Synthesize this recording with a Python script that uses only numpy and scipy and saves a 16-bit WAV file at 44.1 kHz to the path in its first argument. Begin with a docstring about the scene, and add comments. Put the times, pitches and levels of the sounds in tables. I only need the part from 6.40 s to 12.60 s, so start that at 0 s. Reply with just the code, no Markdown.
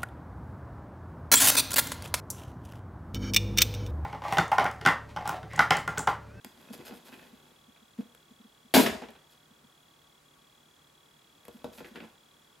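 """A plastic bumper cover is worked loose by hand in a garage. Hands slide over it, the skin flexes with
soft booms, and its edge creaks, knocks and scrapes on the body. A row of clips lets go in one loud
snap: the skin pops and booms, the panel shudders and slaps back. Lighter handling follows.
Behind it sit quiet room noise, a hum and a faint, fast, regular chirping."""
import sys
import numpy as np
from scipy import signal
from scipy.fft import rfft, irfft
from scipy.io import wavfile

SR = 44100
rng = np.random.default_rng(int(sys.argv[2]) if len(sys.argv) > 2 else 0)


def store_wav(level_fs):
    """Save 16-bit WAV to argv[1]."""
    pcm = np.round(np.clip(np.atleast_2d(level_fs), -1, 1) * 32767)
    wavfile.write(sys.argv[1], SR, pcm.T.astype(np.int16))


N = 273420

# the five ranges in which the panel rings: low/Hz, high/Hz, relative ring time
RING_RANGES = [(145, 437, 1.5), (395, 1010, 0.86), (1100, 2960, .92), (3100, 6640, 0.88),
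               (6490, 14000, 1.17)]


def from_db(db):
    """Decibels to gain."""
    return 10 ** (np.asarray(db) / 20)


def rms_one(x):
    """Scale to unit rms."""
    return x / np.sqrt(np.mean(x ** 2) + 1e-20)


def band(x, low, high):
    """Band-pass that keeps the power of white noise."""
    sos = signal.butter(3, [low, high], "band", fs=SR, output="sos")
    return signal.sosfilt(sos, x + 1e-18) * np.sqrt(SR / 2 / (high - low))


def resonate(x, hz, width_hz):
    """One resonance with unity gain at its peak."""
    r = np.exp(-np.pi * width_hz / SR)
    feedback = [1, -2 * r * np.cos(2 * np.pi * hz / SR), r * r]
    return signal.lfilter(np.array([1, 0, -1]) * (1 - r * r) / 2, feedback, x)


def narrow_noise(hz, width_hz):
    """A wavering tone of twice-resonated noise; rms 1."""
    return rms_one(resonate(resonate(rng.standard_normal(N), hz, width_hz), hz, width_hz))


def at_hz(points, hz):
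    """Read a curve on a log-frequency axis."""
    freqs, values = np.transpose(points)
    return np.interp(np.log(hz + 1), np.log(freqs), values)


def stereo(mid, side, alike):
    """Two channels of a given likeness (-1 to 1) from two unrelated signals."""
    alike = np.clip(alike, -1, 1)
    return (np.sqrt(1 + alike) * mid + np.sqrt(1 - alike) * side * np.array([[1], [-1]])) / np.sqrt(2)


def add(track, s, sound):
    """Mix a sound into a track at time s."""
    at = max(round(s * SR), 0)
    track[..., at:at + sound.shape[-1]] += sound[..., :N - at]


def grains(per_s, spread_db, smooth):
    """Tiny slips of uneven size over a share of smooth friction noise; rms 1."""
    slips = (rng.random(N) < per_s / SR) * rng.choice([-1, 1], N)
    sizes = from_db(spread_db * np.clip(rng.standard_normal(N), -2, 2))
    return rms_one(rms_one(slips * sizes) + smooth * rng.standard_normal(N))


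def tint(kind, k, tilt):
    """Level in dB of ring range k: the colour of the contact, tilted in dB per octave about 1800 Hz."""
    # colour of each kind of contact: level/dB in each ring range, low to high
    colours = {"click": (-7, 3, -1, -4, 0.5), "knock": (-2, -1, -21.5, -13.5, -20),
               "creak": (-3, -6, 0.5, -14.5, -24), "snap": (-1, 0.5, -1, -2.5, -3.3),
               "slap": (-5, 1, 1.5, -8, -17), "rub": (3, 2, -0.5, -1.5, -2)}
    low, high, _ = RING_RANGES[k]
    return colours[kind][k] + tilt * np.log2(np.sqrt(low * high) / 1800)


def strikes(hits, kind, ring_s, crack_s, buzz_per_s, smooth, damping):
    """Each blow is a sharp crack, then the dying buzz of the plastic; damping dries the treble most."""
    out, t = np.zeros(N), np.arange(SR // 2) / SR
    for k, (low, high, ring) in enumerate(RING_RANGES):
        power, cracks = np.zeros(N), np.zeros(N)
        t60 = ring_s * ring / (1 + damping * low / RING_RANGES[-1][0])
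        for s, level_db, tilt in hits:
            gain = from_db(level_db + tint(kind, k, tilt))
            add(power, s, gain ** 2 * np.exp(-2 * np.log(1000) * t / t60))
            add(cracks, s, np.array([gain * np.sqrt(crack_s * SR)]))   # the energy of crack_s of buzz
        buzz = np.sqrt(power) * grains(buzz_per_s, 2.0, smooth)
        out += band(buzz + cracks, low, high)
    return out


def swings(bends, octave_db):
    """The skin swings for a few cycles, damped by the hands; bending adds a weak octave."""
    out, t = np.zeros(N), np.arange(SR // 10) / SR
    for s, peak_db, hz, length_s in bends:
        swell = np.sin(np.pi * np.minimum(t / length_s, 1))
        phase = 2 * np.pi * hz * t
        tone = np.sin(phase) + from_db(octave_db) * np.sin(2 * phase)
        add(out, s, -from_db(peak_db) * swell * tone)
    return out


def room_noise():
    """A steady bed of air and hiss, with a hum and a few thin whines."""
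    # spectrum of the air: f/Hz, relative level/dB
    air_curve = [(15, -22.5), (45, -7), (80, -4), (250, -1.5), (600, -5), (1200, -5), (2000, -10),
                 (3500, -11.5), (5000, -15), (9000, -17.5), (15500, -22.5)]
    # stereo image of the air: f/Hz, left-right likeness
    likeness = [(60, 0.98), (180, 0.98), (550, 0.18), (1650, 0.2), (4970, 0.43), (15000, 1)]
    # hum and whines: f/Hz, width/Hz, level/dB
    tones = [(149.9, 8, -76), (924, 17, -86.5), (1131, 25, -78), (1440, 28, -85), (1580, 25, -88.5),
             (7100, 400, -81)]
    hz = np.arange(N // 2 + 1) * SR / N
    white = stereo(*rfft(rng.standard_normal((2, N))), at_hz(likeness, hz))
    air = rms_one(irfft(white * from_db(at_hz(air_curve, hz)), N))
    hum = sum(from_db(db) * narrow_noise(f, width) for f, width, db in tones)
    return from_db(-63) * air + hum


def chirp(hz, glide_hz, glide_s, length_s):
    """One tiny chirp that falls onto its pitch."""
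    t = np.arange(SR // 50) / SR
    phase = 2 * np.pi * np.cumsum(hz + glide_hz * np.exp(-t / glide_s)) / SR
    return np.sin(phase) * np.sin(np.pi * np.minimum(t / length_s, 1)) ** 2


def chirping(per_s, skip_chance):
    """Regular chirps, each led in by a fainter, higher flick; now and then only the flick sounds."""
    out = np.zeros(N)
    tone = from_db(-58.5) * chirp(hz=3336, glide_hz=700, glide_s=.001, length_s=.013)
    flick = from_db(-65) * chirp(hz=3800, glide_hz=200, glide_s=.0041, length_s=.0053)
    for s in np.arange(.0097, N / SR, 1 / per_s):
        add(out, s, tone * (rng.random() > skip_chance) + flick * from_db(rng.normal(0, 2.7)))
    return out


def clip_clicks():
    """The clips click, sharp and dry."""
    # clicks: t/s, level/dB, tilt/(dB per octave)
    hits = [(0.0465, -41.5, -0.2), (0.213, -63, 0), (0.378, -56.5, 0), (1.749, -59, 1.8), (2.705, -62, 2),
            (5.0525, -54, 0.3), (5.07, -71, -1), (5.082, -50.5, -1.2), (5.2435, -52, -1.5)]
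    return strikes(hits, "click", ring_s=.024, crack_s=.0012, buzz_per_s=1500, smooth=.58, damping=.82)


def scrapes(rise_s, fall_s, slips_per_s):
    """Stick-slip strokes over light rubbing: a rasp below, the smoother hiss of palms on paint on top."""
    # strokes of palms and plastic edges: t/s, length/s, level/dB, tilt/(dB per octave)
    strokes = [(0.325, 0.02, -52.5, 2.1), (0.383, 0.031, -60.5, -3), (0.449, 0.038, -54.5, 1.7),
               (0.533, 0.046, -63, 1.8), (0.649, 0.04, -59.5, 1.2), (0.715, 0.042, -61.5, -1),
               (1.577, 0.051, -62, -2), (2.899, 0.035, -73, 3.5), (5.123, 0.055, -73.5, 3.2),
               (5.325, 0.055, -67, 4), (5.375, 0.026, -59, 0.1), (5.446, 0.042, -62, 0),
               (5.544, 0.033, -59, -2.5), (5.615, 0.035, -62, -3.5)]
    # rubbing of the pressing hands, one curve before the snap and one after: t/s, level/dB
    grip_curves = [
        [(0.05, -86), (0.2, -65.5), (0.62, -69), (0.8, -62.5), (0.92, -71), (1.06, -70), (1.25, -88)],
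        [(4.95, -78.5), (5.4, -71.5), (5.67, -70.5), (5.75, -84)],
    ]
    out, t = np.zeros(N), np.arange(SR // 4) / SR
    rasp, hiss = grains(slips_per_s, 3.4, smooth=.39), grains(4000, 3.0, smooth=1.0)
    grip = sum(np.interp(np.arange(N) / SR, s, from_db(db), left=0, right=0)
               for s, db in map(np.transpose, grip_curves))
    for k, (low, high, _) in enumerate(RING_RANGES):
        stroking = np.zeros(N)
        for s, length_s, level_db, tilt in strokes:
            envelope = (1 - np.exp(-t / rise_s)) * np.exp(-np.maximum(t - length_s, 0) / fall_s)
            add(stroking, s, from_db(level_db + tint("rub", k, tilt)) * envelope)
        pressure = np.hypot(stroking, grip * from_db(tint("rub", k, tilt=-.5)))
        friction = hiss if k == len(RING_RANGES) - 1 else rasp
        out += band(pressure * friction, low, high)
    return out


def skin_flexes(hz, length_s):
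    """The skin flexes with soft booms, always at its own pitch."""
    # flexes: t/s, level/dB
    bends = [(0.054, -46), (0.302, -39), (0.513, -43), (0.927, -48.5), (1.279, -54), (1.419, -57.5),
             (1.586, -28.5), (1.905, -51.5), (1.996, -52), (2.044, -52), (2.247, -55), (2.544, -38.5),
             (3.103, -57.5), (3.236, -58), (5.145, -47), (5.511, -49)]
    return swings([(s, db, hz, length_s) for s, db in bends], octave_db=-21)


def edge_creaks():
    """The edge slips in short, grainy creaks."""
    # creaks: t/s, level/dB, tilt/(dB per octave)
    hits = [(0.287, -57.5, -1), (0.409, -54.5, 4), (0.509, -50.5, -2.5), (0.726, -50, 2), (0.741, -52, 3),
            (0.793, -55.5, 1.5), (0.827, -55.5, 3), (1.361, -60, 3), (5.383, -50.5, 3), (5.404, -52.5, -2),
            (5.4455, -48.5, 0.6), (5.457, -52.5, 0.5), (5.557, -42.5, 0), (5.572, -50, -1.5),
            (5.603, -45, -0.2)]
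    return strikes(hits, "creak", ring_s=.072, crack_s=.00082, buzz_per_s=1500, smooth=.52, damping=.7)


def edge_knocks():
    """The loose edge knocks hollowly on the body."""
    # knocks: t/s, level/dB, tilt/(dB per octave)
    hits = [(0.3035, -54, 2), (0.3355, -47, 0.8), (0.4935, -49.5, 0.5), (0.523, -46.5, -0.5),
            (5.083, -50, 0), (5.2435, -39, 0), (5.4035, -46.5, -0.8)]
    return strikes(hits, "knock", ring_s=.11, crack_s=.0013, buzz_per_s=1500, smooth=.7, damping=.65)


def clip_snap(start_s, count, first_gap_s, gap_growth, loss_db):
    """The row of clips unzips in a slowing, weakening run, heard as one snap."""
    turn = np.arange(count)
    gaps = first_gap_s * gap_growth ** turn
    times = start_s + np.cumsum(gaps) - gaps
    hits = [(s, -20.5 - loss_db * k, 0) for k, s in enumerate(times)]
    return strikes(hits, "snap", ring_s=.21, crack_s=.001, buzz_per_s=2800, smooth=.9, damping=0)


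def skin_pops():
    """The skin pops as it buckles."""
    # pops: t/s, level/dB, f/Hz, length/s
    buckles = [(2.3405, -10.5, 740, 0.0026), (2.3665, -9, 640, 0.0037)]
    return swings(buckles, octave_db=-20)


def skin_boom(start_s, stop_after_s, fade_s, slack, tighten_s):
    """The freed skin booms until the hands stop it, starting flat and rising as it pulls taut."""
    # lowest modes of the skin: f/Hz, level/dB
    modes = [(268, -14.5), (398, -26), (438, -26.5), (640, -25.5), (975, -29)]
    t = np.maximum(np.arange(N) / SR - start_s, 0)
    envelope = np.clip(t / fade_s, 0, 1) * np.clip(1 - (t - stop_after_s) / fade_s, 0, 1)
    bent_time = t - slack * tighten_s * (1 - np.exp(-t / tighten_s))
    return envelope * sum(from_db(db) * np.sin(2 * np.pi * hz * bent_time) for hz, db in modes)


def panel_slaps():
    """The freed panel slaps back, once hard and then lightly."""
    # slaps: t/s, level/dB, tilt/(dB per octave)
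    hits = [(2.461, -23, 0.2), (2.619, -46, -2.5), (2.631, -48.5, -3), (2.686, -52.5, -1.5),
            (2.752, -57.5, -1.5)]
    return strikes(hits, "slap", ring_s=.098, crack_s=.0003, buzz_per_s=2800, smooth=.98, damping=0)


def shell(x, modes):
    """The plastic lifts or swallows the sound around its resonances."""
    for hz, width_hz, lift_db in modes:
        x = x + (from_db(lift_db) - 1) * resonate(x, hz, width_hz)
    return x


def shudder(x, hz, width_hz, follow_s):
    """The whole cover sways at a low pitch, as strongly as it is shaken."""
    r = np.exp(-1 / (follow_s * SR))
    shaking = np.sqrt(signal.lfilter([1 - r], [1, -r], x ** 2))
    return shaking * narrow_noise(hz, width_hz)


def garage(x, build_s):
    """Direct sound, two dull near reflections and a short diffuse tail."""
    # reflections off the nearby wall and floor: delay/s, left gain, right gain
    echoes = [(.0021, 0.12, -0.02), (0.023, .2, 0.17)]
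    # reverb tail: low/Hz, high/Hz, t60/s, level/dB, left-right likeness
    tail_bands = [(40, 400, 0.29, -16, 1), (385, 1700, 0.5, -7.5, 0.77), (1150, 4500, .4, -6, 0.65),
                  (4500, 9200, 0.45, -6.5, 0.95), (10490, 16000, .3, -9, .9)]
    t = np.arange(SR) / SR
    response = np.zeros((2, SR))
    for delay_s, *gains in echoes:
        response[:, round(delay_s * SR)] += gains
    response = signal.sosfilt(signal.butter(2, 5000, fs=SR, output="sos"), response + 1e-18)
    response[:, 0] += 1   # direct sound
    for low, high, t60, level_db, alike in tail_bands:
        envelope = np.exp(-np.log(1000) * t / t60) * (1 - np.exp(-t / build_s))
        tail = stereo(*rng.standard_normal((2, SR)), alike) * envelope / np.sqrt(np.sum(envelope ** 2))
        response += from_db(level_db) * band(tail, low, high) * np.sqrt((high - low) / (SR / 2))
    return signal.fftconvolve(x[None], response, axes=1)[:, :N]


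def spread(x, side_db, arrival_s, band_hz):
    """The cover is wide: above the bass, its far ends reach the two ears differently."""
    t = np.arange(SR // 10) / SR
    paths = rng.standard_normal(len(t)) * np.exp(-t / arrival_s)
    paths /= np.sqrt(np.sum(paths ** 2))
    paths = signal.sosfilt(signal.butter(2, band_hz, "band", fs=SR, output="sos"), paths)
    side = from_db(side_db) * signal.fftconvolve(x.mean(axis=0), paths)[:N]
    return x + side * np.array([[1], [-1]])


def scene():
    """Contacts ring through the plastic and join the booming skin in the garage, over the room bed."""
    # hollow modes of the loose edge: f/Hz, width/Hz, lift/dB
    edge_modes = [(352.6, 12, 7), (491, 33, 7), (587, 37, 6), (986, 36, 2), (1470, 98, 5.5),
                  (1682, 33, 5.5), (2012, 43, 7), (2586, 77, 6.5), (2880, 75, 0), (4970, 260, 2.5)]
    # resonances of the whole panel: f/Hz, width/Hz, lift/dB
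    panel_modes = [(232, 37, 7.5), (425, 50, 0), (682, 60, 3.5), (930, 90, 0), (1180, 200, -2.5),
                   (1380, 270, 0.5), (2650, 240, -1.5), (3804, 1000, 4), (5780, 1100, -4), (8360, 3500, -2),
                   (11980, 3000, 3.5)]
    contacts = from_db(-1.5) * (clip_clicks() + edge_knocks() + edge_creaks())
    snap = clip_snap(start_s=2.3395, count=6, first_gap_s=.0058, gap_growth=1.35, loss_db=2)
    release = from_db(-2.15) * snap + from_db(-1.8) * panel_slaps()
    rubs = from_db(-3.5) * scrapes(rise_s=.0024, fall_s=.0078, slips_per_s=550)
    handling = shell(contacts + rubs, edge_modes)
    sway = shudder(from_db(-20.5) * handling + from_db(-22) * release, hz=72, width_hz=30, follow_s=.04)
    panel = shell(handling + release, panel_modes) + sway
    boom = skin_boom(start_s=2.347, stop_after_s=.058, fade_s=.005, slack=.12, tighten_s=.016)
    skin = from_db(3) * skin_flexes(hz=226.6, length_s=.024) + skin_pops() + boom
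    lean_left = from_db([[1.0], [-1.0]])
    cover = garage(panel, build_s=.0022) + lean_left * garage(skin, build_s=.0091)
    cover = spread(cover, side_db=-11, arrival_s=.006, band_hz=[330, 8000])
    return cover + room_noise() + chirping(per_s=37.458, skip_chance=.052)


def record(dry):
    """Soft clipping rounds the loudest peaks and a steep low-pass cuts the very top."""
    ceiling, cutoff_hz = .53, 15750
    rounded = ceiling * np.tanh(dry / ceiling)
    return signal.sosfilt(signal.ellip(10, .1, 90, cutoff_hz, fs=SR, output="sos"), rounded)


dry = scene()
out = record(dry)
store_wav(out)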